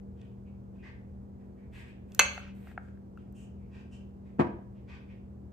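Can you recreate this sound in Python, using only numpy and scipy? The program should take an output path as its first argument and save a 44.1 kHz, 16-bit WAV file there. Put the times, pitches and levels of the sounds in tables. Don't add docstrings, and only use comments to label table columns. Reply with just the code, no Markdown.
import sys
import numpy as np
from scipy import signal
from scipy.fft import rfft, irfft
from scipy.io import wavfile

SR = 44100
rng = np.random.default_rng(int(sys.argv[2]) if len(sys.argv) > 2 else 0)


def put_to_file(sound):
    columns = np.atleast_2d(sound).T
    safe = np.clip(columns, -1, 1)
    whole_steps = np.round(safe * 32767)
    wavfile.write(sys.argv[1], SR, whole_steps.astype(np.int16))


N = 243590
SIDES = np.array([[1], [-1]])
BINS_HZ = np.fft.rfftfreq(N, 1 / SR)


def from_db(db):
    return 10 ** (np.asarray(db) / 20)


def rms_one(x):
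    return x / np.sqrt(np.mean(x ** 2) + 1e-20)


def at_hz(points, hz):
    points = np.array(points)
    return np.interp(np.log(hz + 1), np.log(points[:, 0]), points[:, 1])


def band(x, low_hz, high_hz):
    return signal.sosfilt(signal.butter(2, [low_hz, high_hz], "band", fs=SR, output="sos"), x)


def coloured(spectrum, shape):
    white = rfft(rng.standard_normal(shape))
    gain = from_db(at_hz(spectrum, np.fft.rfftfreq(shape[-1], 1 / SR)))
    return rms_one(irfft(white * gain, shape[-1]))


def drift(rate_hz):
    r = np.exp(-80 * np.pi * rate_hz / SR)
    slow = signal.lfilter([1], [1, -2 * r, r * r], rng.standard_normal(N // 40 + 2002))
    slow = slow[2000:]
    return np.interp(np.arange(N) / 40, np.arange(len(slow)), rms_one(slow))


def ring(clicks, hz, t60):
    r = from_db(-60 / (t60 * SR))
    w = 2 * np.pi * hz / SR
    return signal.lfilter([0, np.sin(w)], [1, -2 * r * np.cos(w), r * r], clicks + 1e-18)


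def add(out, s, sound):
    at = round(s * SR)
    out[..., at:at + sound.shape[-1]] += sound[..., :N - at]


def click(seconds):
    return np.eye(1, round(seconds * SR))[0]


def ports(pair, lag_s, side_db=0):
    turn = np.pi * BINS_HZ * lag_s
    return irfft(rfft(pair) * np.exp(-1j * turn * SIDES) * from_db(side_db * SIDES / 2), N)


def notch(x, centre_hz, width_hz, depth_db):
    offset = (BINS_HZ - centre_hz) / (width_hz / 2)
    return irfft(rfft(x) * from_db(depth_db / (1 + offset ** 2)), N)


def decorrelate(mid, side, alike):
    return np.sqrt(1 + alike) * mid + np.sqrt(1 - alike) * side * SIDES


def hum():
    # (frequency [Hz], rms level before wavering [dB])
    lines = [(76, -56), (119.5, -56.5), (197, -51), (239, -62.5), (358, -70), (394, -71), (472, -71)]
    t = np.arange(N) / SR
    out = 0
    for hz, db in lines:
        level = np.sqrt(2) * from_db(db + 1.8 * drift(4))
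        out = out + level * np.sin(2 * np.pi * hz * t + .45 * drift(3))
    return out


def rumble():
    # (frequency [Hz], density [dB per Hz])
    floor = [(15, -40), (30, -23), (60, -4.5), (80, -5), (150, -12.5), (250, -15.5), (450, -21),
             (800, -30.5), (1200, -38.5), (2000, -50.5), (4000, -59.5), (8000, -59.5), (13000, -60),
             (15500, -71.5)]
    # (frequency [Hz], left-right likeness [0 to 1])
    likeness = [(40, 0.74), (200, 0.86), (500, 0.25), (1500, .4), (5000, 0.17)]
    mid, side = rfft(coloured(floor, (2, N)))
    alike = np.clip(at_hz(likeness, BINS_HZ), 0, 1)
    return irfft(decorrelate(mid, side, alike), N) / np.sqrt(2)


def kitchen(x):
    # (frequency [Hz], t60 [s])
    room_t60 = [(100, 0.29), (500, .5), (2000, 0.46), (4000, .45), (6300, 0.33), (9000, .2), (14000, 0.12)]
    # (frequency [Hz], left-right likeness [-1 to 1])
    likeness = [(150, 0.95), (400, 0.68), (700, -.2), (3000, -.1), (9000, 0.16)]
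    t = np.arange(round(.9 * SR)) / SR
    edges_hz = 60 * 2 ** np.arange(0, 8.1, .5)
    white, tail = rng.standard_normal((2, 2, len(t))), 0
    for k, (low, high) in enumerate(zip(edges_hz, edges_hz[1:])):
        centre_hz = np.sqrt(low * high)
        decay = from_db(-60 * t / at_hz(room_t60, centre_hz))
        mid, side = band(white[k % 2], low, high) * decay
        alike = np.clip(at_hz(likeness, centre_hz), -1, 1)
        tail = tail + decorrelate(mid, side, alike)
    tail = tail * np.clip(t / 0.0073, 0, 1)
    tail = tail / np.sqrt(np.sum(tail ** 2) / 2)
    return signal.fftconvolve(x[None], tail, axes=1)[:, :N]


def scuffs(rows):
    # (frequency [Hz], width [Hz], level [dB])
    rubbed = [(1050, 400, -4), (1560, 200, -4), (1850, 200, -4), (2450, 300, -6), (4400, 700, -16),
              (1950, 2300, 3)]
    rise_share, slowing_db, stop_t60_s = 0.43, -5.5, 0.071
    hiss_span = .58
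    out = np.zeros(N)
    for s, level_db, hz, width_hz, length_s, body_db, hiss_db, top_hz in rows:
        t = np.arange(round((length_s + stop_t60_s) * SR)) / SR
        rise = np.clip(t / (rise_share * length_s), 0, 1)
        slowing = slowing_db * t / length_s
        stopping = -60 * np.clip(t - length_s, 0, 1) / stop_t60_s
        stroke = rise * from_db(slowing + stopping)
        noise = rng.standard_normal((3, round(.5 * SR)))[:, :len(t)]
        peak = rms_one(band(noise[0], hz - width_hz / 2, hz + width_hz / 2))
        body = sum(from_db(db) * rms_one(band(noise[1], mode_hz - span_hz / 2, mode_hz + span_hz / 2))
                   for mode_hz, span_hz, db in rubbed)
        hiss = rms_one(band(noise[2], hiss_span * top_hz, top_hz))
        mix = peak + from_db(body_db) * rms_one(body) + from_db(hiss_db) * hiss
        add(out, s, from_db(level_db) * stroke * mix)
    return out * from_db(1.7 * drift(30))


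def thump():
    # (time [s], level [dB])
    blows = [(4.386, -38), (4.3925, -19), (4.3968, -10.5), (4.405, -13), (4.4105, -14.5), (4.4195, -21),
             (4.431, -31), (4.445, -27), (4.468, -29), (4.53, -44)]
    # (frequency [Hz], nominal level [dB], t60 [s])
    wood = [(150, -12, .08), (190, -6, 0.07), (213, -5, 0.09), (280, 5, 0.04), (330, 5.5, 0.045),
            (430, -4, .04), (530, -11, .035), (650, -4, 0.035), (790, -5, 0.025), (930, -3, .03),
            (1220, -10, .02), (1500, -9, .02)]
    # (frequency [Hz], density [dB per Hz])
    crack_spectrum = [(200, -13), (400, 2), (900, -2), (2400, -20), (6000, -43), (10000, -46), (14000, -60)]
    # (frequency [Hz], level before the swell [dB], t60 [s])
    floor_modes = [(82, -33, .3), (122, -35, .28)]
    boom_swell_s = .025
    out = np.zeros((2, N))
    t = np.arange(round(.4 * SR)) / SR
    soft = signal.lfilter(*signal.butter(2, [110, 1600], "band", fs=SR), click(.4))
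    modes = np.array([from_db(db) * ring(soft, hz, t60) for hz, db, t60 in wood])
    for s, level_db in blows:
        rings = from_db(rng.normal(0, 1.5, len(wood))) @ modes
        crack = coloured(crack_spectrum, (2, len(t)))
        crack = crack * from_db(-60 * t / 0.047) * np.clip(t / 0.00094, 0, 1)
        add(out, s, from_db(level_db) * (rings / np.abs(rings).max() + from_db(-9) * crack))
    boom = sum(from_db(db) * ring(click(.4), hz, t60) for hz, db, t60 in floor_modes)
    add(out, blows[2][0], boom * np.clip(t / boom_swell_s, 0, 1))
    return out


def ticks():
    # (time [s], level [dB], favoured pitch [Hz], reach [octaves],
    # snap level [dB], snap centre [Hz])
    taps = [(0.215, -58, 3300, 0.25, -2, 4500), (0.223, -64, 1860, .15, -14, 2500),
            (2.12, -53, 3200, 0.28, -1, 6000), (2.148, -54, 1460, .2, 18, 8540),
            (2.3775, -30, 1600, 1.1, -16, 3000), (2.401, -42, 1450, .3, -14, 2000),
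            (2.431, -49, 1400, .2, -16, 2500), (2.465, -48, 1400, .2, -14, 2000),
            (2.479, -50.5, 1300, 0.25, -17, 10000), (2.551, -61, 900, 0.35, -4, 8000),
            (2.671, -45, 1500, 1, -12, 1990), (2.714, -49, 1400, .9, -20, 2210),
            (2.7766, -26, 1350, .7, -26, 1480), (2.885, -55.5, 1510, 0.12, -14, 1697),
            (2.973, -58.5, 1750, 0.28, -16, 2000), (3.174, -46, 1340, .1, -23, 8000),
            (3.1745, -60, 2700, .1, -20, 3500), (3.325, -76, 2600, 0.27, 15.5, 12530),
            (4.589, -47, 640, 0.17, -23.5, 1400)]
    # (frequency [Hz], level [dB], t60 [s])
    cup = [(640, -11, 0.035), (756.6, 9, 0.018), (1365, -2, 0.02), (1600, 2, .012), (1860, -8, .014),
           (2165, 0, 0.014), (2700, -4, .016), (3400, -5, .01)]
    snap_octaves, snap_t60_s = 1, 0.012
    softness = 1.8
    swell_s = .0015
    out = np.zeros(N)
    t = np.arange(round(.2 * SR)) / SR
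    for s, level_db, hz, reach, snap_db, snap_hz in taps:
        contact = signal.butter(2, softness * hz, fs=SR)
        soft = signal.lfilter(*contact, signal.lfilter(*contact, click(.2)))
        rings = 0
        for k, (mode_hz, db, t60) in enumerate(cup):
            distance = np.log2(mode_hz / hz) / reach
            rings = rings + (-1) ** k * from_db(db - 7.1 * distance ** 2) * ring(soft, mode_hz, t60)
        rings = rings * np.clip(t / swell_s, 0, 1)
        low, high = snap_hz / 2 ** snap_octaves, min(snap_hz * 2 ** snap_octaves, 15800)
        snap = rms_one(rng.standard_normal(len(t))) * from_db(-60 * t / snap_t60_s)
        snap = band(band(snap, low, high), low, high)
        snap = snap * np.sqrt(SR / 2 / (high - low))
        add(out, s, from_db(level_db) * (rings / np.abs(rings).max() + from_db(snap_db) * snap))
    return out


def bowl():
    # (time [s], level [dB], left-right difference [dB])
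    knocks = [(2.1929, -2, 1.5), (2.1963, -6.5, -2.5), (2.2088, -21, 0), (2.3775, -37, -1),
              (2.426, -43, -6)]
    # (frequency [Hz], nominal level [dB], t60 [s])
    glass = [(340, -13, 0.02), (440, -12, .025), (540, -26, 0.25), (573, -29, 0.65), (592, -34, 0.5),
             (728, -10, 0.03), (958, -15, 0.04), (1230, -6, 0.03), (1340, 0, 0.045), (1410, -21, .25),
             (1592, -22, .3), (1922, -20, .1), (1576, 0, .05), (2065, -6, 0.08), (2160, -5, .05),
             (2232, -6, 0.1), (2256, -19, .3), (2295, -12, .1), (2378, -14, 0.1), (2480, -6, .03),
             (2603, -4, 0.12), (2760, -20, 0.2), (2865, -5, 0.03), (3320, -7, 0.025), (3610, -21, .12),
             (4045, -16, .09), (4360, -27, .3), (4420, -3, .025), (5965, 1, 0.035), (5972, -21, .25),
             (6290, -10, .05), (6440, 3, 0.03), (6456, -23, .3), (6570, -10, .05), (6940, -16, .03),
             (7890, -16, 0.028), (9200, -3, .02), (13350, -12, .03)]
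    # (frequency [Hz], density [dB per Hz])
    clack_spectrum = [(500, -20), (1300, -4), (1750, -14), (2500, -8), (4400, -9.5), (6200, -7),
                      (8000, -19), (13000, -22), (15000, -44)]
    # (centre [Hz], width [Hz], depth [dB])
    counter_notch = (5150, 700, -24)
    contact_bottom_hz, contact_top_hz = 250, 17000
    dulling = .42
    out = np.zeros((2, N))
    t = np.arange(round(.5 * SR)) / SR
    modes = np.array([(-1) ** k * from_db(db) * ring(click(.5), hz, t60)
                      for k, (hz, db, t60) in enumerate(glass)])
    for s, level_db, pan_db in knocks:
        rings = from_db(rng.normal(0, 0.88, len(glass))) @ modes
        clack = coloured(clack_spectrum, (len(t),)) * from_db(-60 * t / 0.017)
        top_hz = min(contact_top_hz * from_db(dulling * level_db), 20000)
        knock = rings / np.abs(rings).max() + from_db(-3.5) * clack
        knock = band(knock, contact_bottom_hz, top_hz)
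        add(out, s, from_db(level_db) * knock * from_db(pan_db * SIDES / 2))
    return notch(out, *counter_notch)


def scene():
    # (time [s], level [dB], resonance [Hz], width [Hz], length [s],
    # shared resonances [dB], hiss [dB], hiss top [Hz])
    far_strokes = [(0.15, -72, 2850, 1000, 0.1, -1, -12, 11000),
                   (0.45, -72, 2400, 500, .036, -6, -25, 8400),
                   (0.738, -81, 2450, 1200, 0.035, 6, -12, 7000),
                   (0.782, -67.5, 2450, 597, .04, -8, -31, 7600),
                   (0.82, -53.5, 1950, 400, 0.063, -3, -33, 8000),
                   (1.383, -76, 1800, 900, 0.042, -6, -21, 9000),
                   (1.551, -71, 1970, 800, 0.084, -16, -26, 8300),
                   (1.716, -57, 2200, 1200, 0.1, -3, -9.5, 12000),
                   (1.837, -60.5, 2200, 1200, 0.062, -8, -13, 12000),
                   (2.068, -66, 2170, 1500, 0.33, 1, 1, 13200),
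                   (2.52, -69, 2050, 1500, 0.2, -6.5, -1, 14000),
                   (2.786, -71.5, 1500, 700, 0.1, -5, -10, 11000),
                   (3.174, -73.5, 2570, 1400, 0.034, -4, -12, 10500),
                   (3.34, -66.5, 2750, 500, .1, -8, 1, 10500), (3.567, -79, 2300, 497, 0.11, -7, -16, 9900),
                   (3.707, -68, 2520, 450, 0.1, 6, -10, 9000),
                   (3.905, -66, 2800, 450, 0.06, -4.5, -4.5, 9000),
                   (4.23, -78, 2200, 899, 0.073, 0.5, -14, 10000),
                   (4.736, -74.5, 2505, 1200, 0.054, -4.5, -18, 6000),
                   (4.868, -61, 2300, 500, 0.085, 5, -23, 7500),
                   (5.075, -65.5, 2330, 800, 0.061, -4, -28, 6000)]
    near_strokes = [(2.385, -59, 2600, 700, .13, -2, -14, 7000),
                    (2.664, -58, 1800, 600, .054, -8, -22, 9000)]
    # (frequency [Hz], lag [s])
    bowl_lag = [(1000, .00002), (3000, .000026), (6400, .000033), (9300, .000035), (11500, .000068),
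                (14000, .000066)]
    # (frequency [Hz], left-right difference [dB])
    bowl_side = [(300, 1.5), (2500, 0), (5000, -3.5), (7200, -4), (10400, 0)]
    thump_side = [(200, 4), (400, 0)]
    appliance_side = [(200, 1), (600, -2)]
    thump_lag_s, appliance_lag_s = .0004, .00045

    steady = hum() + from_db(-50.5) * rumble()
    far = scuffs(far_strokes)
    low = thump()
    small = ticks() + scuffs(near_strokes)
    knocks = bowl()

    wet = from_db(-10) * knocks.mean(axis=0) + from_db(-16) * small
    wet = wet + from_db(-9.5) * low.mean(axis=0) + from_db(-1.0) * far

    appliance = ports(steady, appliance_lag_s, at_hz(appliance_side, BINS_HZ))
    wooden = ports(low, thump_lag_s, at_hz(thump_side, BINS_HZ))
    near = ports(knocks + small, at_hz(bowl_lag, BINS_HZ), at_hz(bowl_side, BINS_HZ))
    return near + wooden + from_db(-4.0) * far + kitchen(wet) + appliance


def record(dry):
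    # (centre [Hz], width [Hz], depth [dB])
    port_notch = (10500, 990, -25.5)
    headroom, cutoff_hz = .97, 16700
    rolled = signal.lfilter(*signal.butter(2, 15500, fs=SR), notch(dry, *port_notch))
    rounded = rolled / (1 + (rolled / headroom) ** 4) ** (1 / 4)
    return signal.sosfilt(signal.cheby2(12, 70, cutoff_hz, fs=SR, output="sos"), rounded)


dry = scene()
out = record(dry)
put_to_file(out)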